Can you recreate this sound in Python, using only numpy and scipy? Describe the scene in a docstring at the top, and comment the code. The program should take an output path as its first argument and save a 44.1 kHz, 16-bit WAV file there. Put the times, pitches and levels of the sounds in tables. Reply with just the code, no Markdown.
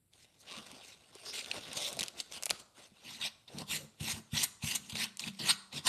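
"""A workbench in a small room, the microphone close and straight ahead, over a faint rumble and hiss.
First a taped rubber sleeve is turned: it rustles, swishes and knocks, and an abrasive pad creaks briefly.
The stiff pad crackles in the fingers, most densely at 2 to 2.5 s. From 3 s it scrubs the sleeve in quick
strokes, about three a second, its grains catching and letting go. Many strokes land with a dull thud
that rings the bench, and the room answers."""
import sys
import numpy as np
from scipy import signal
from scipy.fft import rfft, irfft
from scipy.io import wavfile
from scipy.ndimage import uniform_filter1d

SR = 44100
rng = np.random.default_rng(int(sys.argv[2]) if len(sys.argv) > 2 else 0)


def output_pcm(signal):
    """Save a mono or channel-first signal as 16-bit PCM at the path in sys.argv[1].

    Samples are clipped to [-1, 1] before scaling.
    """
    pcm = np.clip(np.atleast_2d(signal).T, -1, 1) * 32767
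    wavfile.write(sys.argv[1], SR, np.round(pcm).astype(np.int16))


N = 259308
TIME = np.arange(N) / SR
CONTROL_TIME = TIME[::32]
TAPS = 4096
HZ = np.fft.rfftfreq(TAPS, 1 / SR)

# Steady rumble and hiss. Each row: frequency in Hz, relative level in dB.
BACKGROUND_COLOUR = [(18, -34), (30, -2), (102, 12), (328, 0.5), (426, -8), (662, -16), (4540, -21),
                     (6200, -38), (7430, -10), (10200, -11), (12200, -11), (15000, -56)]
# Decay of the room. Each row: frequency in Hz, time to fall 60 dB in seconds.
ROOM_DECAY = [(150, 0.7), (400, 0.84), (1000, 1.13), (1400, 0.5), (2800, 0.41), (7300, 0.64), (14000, 0.06)]
# Tone of the reflections. Each row: frequency in Hz, relative level in dB.
ROOM_COLOUR = [(100, -2.5), (500, 0), (950, -5.5), (1350, 10), (2000, 1), (3000, -1), (5200, -3.5),
               (9000, -2.5), (14000, 11.5)]
# Resonances of sleeve and bench. Each row: frequency in Hz, relative level in dB, t60 in seconds.
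BENCH_MODES = [(84.6, -1.5, 0.14), (109, -0.5, 0.15), (149.7, 6, 0.1), (216.7, 1.5, 0.15),
               (300, -35, 0.046)]
# The hand lands on the sleeve. Each row: start in seconds, peak in dB, length of the push in seconds,
# level of the long low ring in dB.
HAND_THUDS = [(3.546, -43, 0.0032, -47.5), (3.617, -38.5, 0.0031, -62), (4.008, -32.5, 0.0072, -64),
              (4.133, -40, .01, -74), (4.331, -29.5, .0063, -58), (4.636, -30.5, 0.0065, -51.5),
              (4.744, -51.5, .003, -59), (4.927, -40, .0074, -47), (5.28, -41, 0.0026, -46.5),
              (5.434, -46, 0.0021, -49)]
# Bumps of the hollow sleeve. Each row: start in seconds, level in dB, pitch in Hz, t60 in seconds.
SLEEVE_KNOCKS = [(0.573, -45, 215, .14), (0.729, -46, 260, 0.067), (1.155, -42, 400, 0.033),
                 (1.972, -34, 655, 0.034), (2.012, -37.5, 196, 0.037), (2.919, -53, 205, 0.066),
                 (5.269, -38, 218, 0.13), (5.435, -45, 183.4, .12)]
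# Pitched slides on tight rubber. Each row: start and end in seconds, first and last pitch in Hz,
# level in dB.
RUBBER_SWISHES = [(0.483, 0.625, 1100, 1120, -59), (1.221, 1.413, 393, 451, -60.5),
                  (1.243, 1.336, 4690, 5410, -47), (1.331, 1.403, 4045, 3700, -47.5),
                  (1.37, 1.425, 2700, 2284, -47), (1.74, 1.906, 3590, 3360, -44.5),
                  (1.752, 1.969, 540, 621.6, -55), (2.118, 2.193, 693, 607, -63.5),
                  (2.325, 2.407, 3060, 2890, -52.5), (3.214, 3.29, 2743, 2490, -44),
                  (3.57, 3.646, 472, 532, -57.5), (3.72, 3.879, 492, 536, -62),
                  (5.385, 5.434, 4460, 4400, -43.5)]
# The pad sticks and slips on its way down. Each row: time in seconds, typical peak in dB, slips a second.
PAD_CHATTER = [(.48, -42, 210), (.523, -29.5, 154), (0.539, -35, 80), (.59, -30, 110)]
# Fixed narrow peaks and dips that colour the rubbing and scrubbing.
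# Each row: centre in Hz, width in Hz, gain in dB.
FRICTION_RIPPLE = [(987, 340, -9), (1247, 200, -4.5), (1718, 340, -7), (2720, 200, 1.5), (3154, 430, -3),
                   (3700, 160, 2), (4390, 87, 0), (5000, 270, 1), (5650, 140, 4), (6350, 110, 3.5),
                   (7260, 480, -3), (7750, 100, -11), (8930, 570, 2), (10000, 1730, -7.5), (13400, 120, 5),
                   (13900, 400, -7)]
# Tone of handled rubber. Each row: frequency in Hz, relative level in dB.
RUSTLE_COLOUR = [(29, -64), (50, -14.5), (214, -4.5), (314, -6.5), (518, -4), (876, -2.5), (1090, 0.5),
                 (1220, -6.5), (1880, -2.5), (3580, 4.5), (6820, -8.5), (8870, -7.5), (10200, -12.5),
                 (13600, -26.5), (15000, -57)]
# The sleeve turns and shifts under the hands. Each row: time in seconds, relative level in dB.
SLEEVE_TURNING = [(.08, -92), (.13, -76.5), (.41, -68.5), (.56, -55), (.77, -57.5), (.98, -65), (1.12, -68),
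                  (1.16, -58), (1.42, -52.5), (1.66, -52.5), (1.8, -48), (2.03, -50), (2.12, -64.5),
                  (2.48, -61), (2.53, -54), (2.69, -82.5), (3.02, -64.5), (3.35, -74.5)]
# Fingers slide over rubber and tape. Each row: start and length in seconds, then in dB the relative
# level, swell from start to end, offset of the low part, offset of the fizz.
FINGER_RUBS = [(.112, 0.14, -67.5, 3.5, -9, -6), (.385, 0.033, -64.5, -3, -19, 1.5),
               (.46, 0.085, -52, -4, -15, -15), (.545, 0.051, -50.5, -3, -5.5, -12),
               (.81, 0.12, -57.5, 5, -28, -8.5), (1.245, 0.063, -47, -4, -11, -7),
               (1.322, 0.092, -41, -7.5, -20, -8), (1.53, 0.056, -45.5, 2.5, -3, -9),
               (1.756, .021, -35.5, -4, -14, -2.5), (1.783, 0.11, -44, 4, -14, -3.5),
               (2.155, 0.05, -49.5, 17, -8, -6.5), (2.308, 0.072, -48, -5, -5.5, -4.5),
               (2.56, 0.042, -62, 17, -10, -3.5), (2.745, 0.13, -61.5, -4.5, -3, -6.5),
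               (3.47, 0.074, -64.5, 14.5, 3, -6), (5.32, 0.059, -60, -2, -18, -9.5)]
# Tone of a snap. Each row: frequency in Hz, relative level in dB.
SNAP_COLOUR = [(150, -31), (600, -7), (1200, -11.5), (1700, -8), (2400, 2), (4300, 0), (8500, 3),
               (11000, -1), (15000, -21)]
# The stiff pad snaps. Each row: start in seconds, relative peak in dB, ring pitch in Hz,
# low part and treble in dB against the middle.
PAD_SNAPS = [(0.135, -42, 3500, -35, -10.5), (.715, -32.5, 2630, -21, 0), (1.1523, -29.5, 4110, -18, 1),
             (1.4448, -25, 3820, -31, -16), (1.4602, -26.5, 2470, -20, -8), (1.5132, -14, 2600, -44, -18),
             (1.5148, -16, 4000, -35, -18), (1.7311, -20.5, 3400, -23, -3), (1.929, -20, 2710, -23, 14),
             (1.9686, -26, 3740, -18, 8), (1.9907, -15, 4100, -10.5, -5.5), (1.9959, -12, 3750, -31, -2.5),
             (2.008, -13, 3500, -39, -11), (2.011, -15.5, 4240, -7, 5), (2.019, -20, 2260, -31, -16),
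             (2.0302, -15, 3350, -31, -4), (2.0364, -15, 5800, -9.5, -3.5), (2.061, -29, 4110, -22, -16),
             (2.0822, -18, 4360, -27, -8), (2.201, -15.5, 4500, -50, -19), (2.3226, -23.5, 5750, -22, -9),
             (2.425, -20, 2670, -3, 4.5), (2.4342, -12.5, 4520, -10, 0), (2.4569, -8, 6240, -39, 7),
             (2.4645, -17.5, 2850, -4.5, -1), (2.4945, -19, 2800, -15, -16), (2.5025, -9, 2580, -12, -2.5),
             (2.5076, -6.5, 4250, -33, -4.5), (2.508, -13, 2470, 5, -14.5), (3.585, -23, 4390, -25, -5),
             (4.8972, -27, 4600, -18, -6), (4.9546, -19.5, 2580, -9, -13), (5.171, -21.5, 6740, -37, 8),
             (5.1946, -15, 4740, -31, -9), (5.238, -24, 2660, -18, -33)]
# Tone of abrasive on rubber. Each row: frequency in Hz, relative level in dB.
RASP_COLOUR = [(190, -40.5), (330, -25), (447, -22.5), (1010, 2.5), (1260, -11.5), (1660, -11),
               (1880, -3.5), (2170, -7.5), (2810, -1), (4250, -1.5), (5070, -7.5), (8450, -7), (10200, -13),
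               (12600, -20), (15000, -43.5)]
# The pad's edge catches as it lands or lifts. Each row: start in seconds, relative level in dB,
# offset of the fizz in dB.
EDGE_CATCHES = [(3.475, -57.5, -11), (4, -49, -5.5), (4.428, -37.5, 5.5), (4.617, -49, -10),
                (4.746, -40.5, 2), (4.892, -47.5, -4.5), (4.916, -48, -6), (5.03, -48, 4),
                (5.192, -43, -4.5), (5.232, -58, -18), (5.27, -45, -9.5), (5.386, -49, -5.5),
                (5.72, -49.5, -12)]
# Hard pushes and light returns of the pad. Each row: start and length in seconds, then in dB the relative
# level, swell from start to end, offset of the low part, offset of the fizz, relative hum of the sleeve.
PAD_STROKES = [(3.025, 0.15, -51, -3.5, -8, -8, -59), (3.177, 0.084, -45, 10, -5, -8, -55),
               (3.528, 0.086, -55.5, 14.5, 3, -6.5, -47), (3.677, 0.09, -39, 0, -20.5, -4, -46),
               (3.768, 0.084, -62, -8, -5, 0, -53), (3.993, 0.13, -43, 8, -14.5, -3.5, -46.5),
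               (4.128, .062, -52, -12, -3, -1.5, -48.5), (4.322, .12, -39.5, 1.5, -14, -4, -47.5),
               (4.623, 0.14, -41, -6.5, -12, -3.5, -52.5), (4.774, 0.24, -61.5, 9, -8, -3, -59),
               (4.932, 0.11, -40.5, 6, -10.5, -6.5, -47.5), (5.193, 0.093, -47.5, -1.5, -12, -7, -52),
               (5.386, 0.056, -45, -2, -17, -5, -43), (5.433, 0.075, -36, 10, -11, -6, -43),
               (5.724, 0.06, -43, -0.5, -8.5, -9, -44), (5.841, 0.041, -31, 16.5, -14, -6, -42.5)]


def amp(db):
    """Decibels to gain."""
    return 10 ** (np.asarray(db) / 20)


def unit_rms(x):
    """Scales to rms 1."""
    return x / np.sqrt(np.mean(x ** 2) + 1e-20)


def curve_at(points, hz):
    """Reads a table on a log-frequency axis."""
    f, value = np.transpose(points)
    return np.interp(np.log(hz + 1), np.log(f + 1), value)


def at_samples(control):
    """A slow control at every sample."""
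    return np.interp(TIME, CONTROL_TIME, control)


def add(mix, start_s, sound):
    """Mixes a sound in at its start time."""
    part = mix[max(round(start_s * SR), 0):][:len(sound)]
    part += sound[:len(part)]


def low_cut(x, hz):
    """Rolls off what lies below hz."""
    return signal.sosfilt(signal.butter(2, hz, "high", fs=SR, output="sos"), x)


def response(colour_db):
    """The minimum-phase impulse response that has this colour."""
    log_gain = np.log(amp(np.maximum(colour_db, -100)))
    mirrored = np.concatenate([log_gain, log_gain[-2:0:-1]])
    return irfft(np.exp(np.conj(signal.hilbert(mirrored)))[:len(HZ)])


def coloured(x, colour_db):
    """Filters by a colour, to rms 1."""
    return unit_rms(signal.oaconvolve(x, response(colour_db))[:len(x)])


def registers(colour_db, low_hz=1400, high_hz=6200):
    """Splits a colour into its low, middle and high parts."""
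    low = 1 / (1 + (HZ / low_hz) ** 8)
    high = 1 - 1 / (1 + (HZ / high_hz) ** 8)
    return [colour_db + 10 * np.log10(share + 1e-9) for share in (low, (1 - low) * (1 - high), high)]


def waver(rate_hz):
    """A random wobble of rms 1, mostly slower than rate_hz."""
    hz = np.fft.rfftfreq(N, 1 / SR)
    return unit_rms(irfft(rfft(rng.standard_normal(N)) / (1 + (hz / rate_hz) ** 4), N))


def mode(hz, t60, rise_s):
    """One dying resonance with a soft start."""
    t = np.arange(SR) / SR
    return amp(-60 * t / t60) * np.sin(2 * np.pi * hz * t) * (1 - np.exp(-t / rise_s))


def slide(start, length, rise_s, fall_s):
    """The speed of one movement: it gathers, holds and dies away."""
    t = CONTROL_TIME - start
    return (1 + np.tanh(2 * t / rise_s - 1)) / 2 * np.exp(-np.maximum(t - length, 0) / fall_s)


def background(level_db=-74.5):
    """A steady low rumble and thin hiss lie behind everything."""
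    return amp(level_db) * coloured(rng.standard_normal(N), curve_at(BACKGROUND_COLOUR, HZ))


def room(near, delay_s=0.004, echoes_per_s=4000):
    """Sparse reflections come back to the microphone, each band dying at its own speed."""
    echoes = rng.choice([-1., 1.], SR) * (rng.random(SR) < echoes_per_s / SR)
    echoes *= np.arange(SR) > delay_s * SR
    hz, t, spectra = signal.stft(echoes, SR, nperseg=256)
    db = curve_at(ROOM_COLOUR, hz)[:, None] - 60 * t / curve_at(ROOM_DECAY, hz)[:, None]
    tail = signal.istft(spectra * amp(db), SR, nperseg=256)[1]
    return signal.fftconvolve(near, tail / np.linalg.norm(tail))[:N]


def bench(hum_db=-4):
    """Soft pushes of the hand and the judder of the pad ring the sleeve and the bench under it."""
    t = np.arange(SR) / SR
    body = sum(amp(db - 60 * t / t60) * np.cos(2 * np.pi * hz * t) for hz, db, t60 in BENCH_MODES)
    body = low_cut(body, hz=62)
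    thuds = np.zeros(N)
    for start, db, length, ring_db in HAND_THUDS:
        push = np.sin(2 * np.pi * np.minimum(t / length, 1))  # the rubber gives and springs back
        thud = signal.fftconvolve(body, push)[:SR]
        add(thuds, start, amp(db) * thud / abs(thud).max())
        # one lightly damped resonance of the bench outlasts the rest
        add(thuds, start, amp(ring_db) * mode(hz=193.3, t60=0.74, rise_s=0.0018))
    pressing = sum((amp(db + hum_db) * slide(start, length, rise_s=0.018, fall_s=0.017)) ** 2
                   for start, length, *_, db in PAD_STROKES)
    judder = rng.standard_normal(N) * at_samples(np.sqrt(pressing))
    hollow = low_cut(body, hz=120)
    hum = signal.fftconvolve(judder, hollow / np.linalg.norm(hollow))[:N]
    return thuds + hum


def sleeve_knocks():
    """Each bump rings one dull resonance of the hollow sleeve."""
    out = np.zeros(N)
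    for start, db, hz, t60 in SLEEVE_KNOCKS:
        add(out, start, amp(db) * mode(hz, t60, rise_s=0.00088))
    return out


def rubber_swishes(relative_width=0.19):
    """Fine slips feed one resonance that glides as the rubber stretches."""
    out = np.zeros(N)
    for start, end, first_hz, last_hz, db in RUBBER_SWISHES:
        size = round((end - start) * SR)
        smooth = signal.butter(2, relative_width * first_hz / 2, fs=SR, output="sos")
        slips = signal.sosfilt(smooth, rng.standard_normal(SR) + 1j * rng.standard_normal(SR))[-size:]
        glide = np.exp(2j * np.pi * np.cumsum(np.linspace(first_hz, last_hz, size)) / SR)
        add(out, start, amp(db) * unit_rms((slips * glide).real) * signal.windows.tukey(size, 0.51))
    return out


def ripple_db():
    """Fixed narrow peaks and dips that colour the rubbing, creaking and scrubbing."""
    return sum(db / (1 + (2 * (HZ - hz) / width) ** 2) for hz, width, db in FRICTION_RIPPLE)


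def pad_chatter(jitter=0.22, uneven_db=2):
    """Stick and slip: a short creaking run of ticks at an uneven rate."""
    times, *columns = np.transpose(PAD_CHATTER)
    level_db, rate = (np.interp(TIME, times, column) for column in columns)
    cycles = np.cumsum(rate * np.exp(jitter * waver(rate_hz=100))) / SR
    slips = np.diff(np.floor(cycles), prepend=0) * (TIME > times[0]) * (TIME < times[-1])
    slips *= amp(level_db + uneven_db * rng.standard_normal(N))
    tick = response(curve_at(RUSTLE_COLOUR, HZ) + ripple_db())
    return signal.oaconvolve(slips, tick / abs(tick).max())[:N]


def grit(per_s, spread_db, clump_db, clump_hz):
    """Grains catch and let go: tiny clicks of uneven size, in clumps where the contact sticks."""
    size = amp(spread_db * np.minimum(rng.exponential(1, N), 4.5))
    clicks = size * rng.choice([-1, 1], N) * (rng.random(N) < per_s / SR)
    return clicks * amp(clump_db * waver(clump_hz))


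def shifting_contact(grains, depth_db):
    """The contact patch keeps changing, so its resonances come and go."""
    spectra = signal.stft(grains, nperseg=256)[2]
    patches = uniform_filter1d(rng.standard_normal(spectra.shape), size=4, axis=0)  # across frequency
    patches = uniform_filter1d(patches, size=14, axis=1)  # across time
    return signal.istft(spectra * amp(depth_db * unit_rms(patches)), nperseg=256)[1][:N]


def friction_power(moves, rise_s, fall_s, low_exponent=0.78, fizz_exponent=1.01):
    """Power of the low part, the middle and the fizz, each growing with the sliding speed."""
    power = np.zeros((3, len(CONTROL_TIME)))
    for start, length, db, swell_db, low_db, fizz_db, *_ in moves:
        progress = np.clip((CONTROL_TIME - start) / length, 0, 1)
        speed = slide(start, length, rise_s, fall_s) * amp(swell_db * (progress - .5))
        bands = [amp(low_db) * speed ** low_exponent, speed, amp(fizz_db) * speed ** fizz_exponent]
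        power += (amp(db) * np.array(bands)) ** 2
    return power


def rub(power, colour, grains, low_db, mid_db, high_db, air_db, air_growth=2.6, air_hz=11500):
    """Grains sound through the pad: pressure brings out the low part, speed the fizz."""
    below_db, level_db, above_db = (at_samples(10 * np.log10(band + 1e-14)) for band in power)
    pressure_db, fizz_db = below_db - level_db, above_db - level_db
    low, mid, high = (coloured(grains, db) for db in registers(curve_at(colour, HZ) + ripple_db()))
    air = unit_rms(low_cut(low_cut(high[::-1], air_hz), air_hz))
    air *= amp(air_growth * np.minimum(fizz_db, 2) + air_db)  # the finest grains grow fastest with speed
    treble = amp(fizz_db + high_db) * high + air
    return amp(level_db) * (amp(pressure_db + low_db) * low + amp(mid_db) * mid + treble)


def handling():
    """The sleeve turns and the fingers slide loosely over rubber and tape."""
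    grains = grit(per_s=6000, spread_db=3.5, clump_db=1.3, clump_hz=67.4)
    grains = shifting_contact(grains, depth_db=3.0)
    turning = amp(np.interp(CONTROL_TIME, *np.transpose(SLEEVE_TURNING)))
    balance = amp([[-4], [0], [-10]])  # hollow low part, middle, fine fizz
    power = (turning * balance) ** 2 + friction_power(FINGER_RUBS, rise_s=0.024, fall_s=0.0093)
    return rub(power, RUSTLE_COLOUR, grains, low_db=0.47, mid_db=-0.07, high_db=5.5, air_db=-9)


def pad_snaps(ring_width_hz=1200, crumble=0.11, crumble_s=0.0026, dispersion=0.0747, gain_db=-7):
    """One sharp release and a short crumble of grains ring the pad for a few cycles."""
    out, t = np.zeros(N), np.arange(TAPS) / SR
    bending = np.exp(-2j * np.pi * dispersion * np.sqrt(HZ))  # in a sheet the treble travels fastest
    for start, db, hz, low_db, treble_db in PAD_SNAPS:
        release = (t == 0) + crumble * rng.standard_normal(TAPS) * np.exp(-t / crumble_s)
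        ring_db = (6 - 0.53 * treble_db) / (1 + (2 * (HZ - hz) / ring_width_hz) ** 2)  # dull ones ring more
        bands_db = registers(curve_at(SNAP_COLOUR, HZ) + ring_db)
        low, mid, high = (unit_rms(amp(band)) ** 2 for band in bands_db)
        colour_db = 10 * np.log10(amp(low_db) ** 2 * low + mid + amp(treble_db) ** 2 * high)
        snap = irfft(rfft(coloured(release, colour_db)) * bending)
        add(out, start, amp(db + gain_db) * snap / abs(snap).max())
    return out


def scrubbing(catch_s=0.013, catch_low_db=-7.5):
    """The pressed pad drags thousands of grains a second over the rubber and lifts between strokes."""
    grains = grit(per_s=14000, spread_db=3.0, clump_db=1.43, clump_hz=111)
    grains = shifting_contact(grains, depth_db=4.0)
    catches = [(start, catch_s, db, 0, catch_low_db, fizz_db) for start, db, fizz_db in EDGE_CATCHES]
    power = friction_power(PAD_STROKES, rise_s=0.039, fall_s=0.014)
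    power += friction_power(catches, rise_s=0.0077, fall_s=0.0069)
    return rub(power, RASP_COLOUR, grains, low_db=-3.0, mid_db=3.5, high_db=5, air_db=-2)


def scene(room_db=-16):
    """The work is close to the microphone and straight ahead, so both channels are alike."""
    near = handling() + pad_chatter() + rubber_swishes() + sleeve_knocks()
    near += scrubbing() + pad_snaps() + bench()
    mono = background() + near + amp(room_db) * room(near)
    return np.array([mono, mono])


def record(dry):
    """The recorder passes nothing much above 15 kHz."""
    band_limit = signal.firwin(511, cutoff=15100, window=("kaiser", 9), fs=SR)
    return signal.oaconvolve(dry, band_limit[None], "same", axes=1)


dry = scene()
out = record(dry)
output_pcm(out)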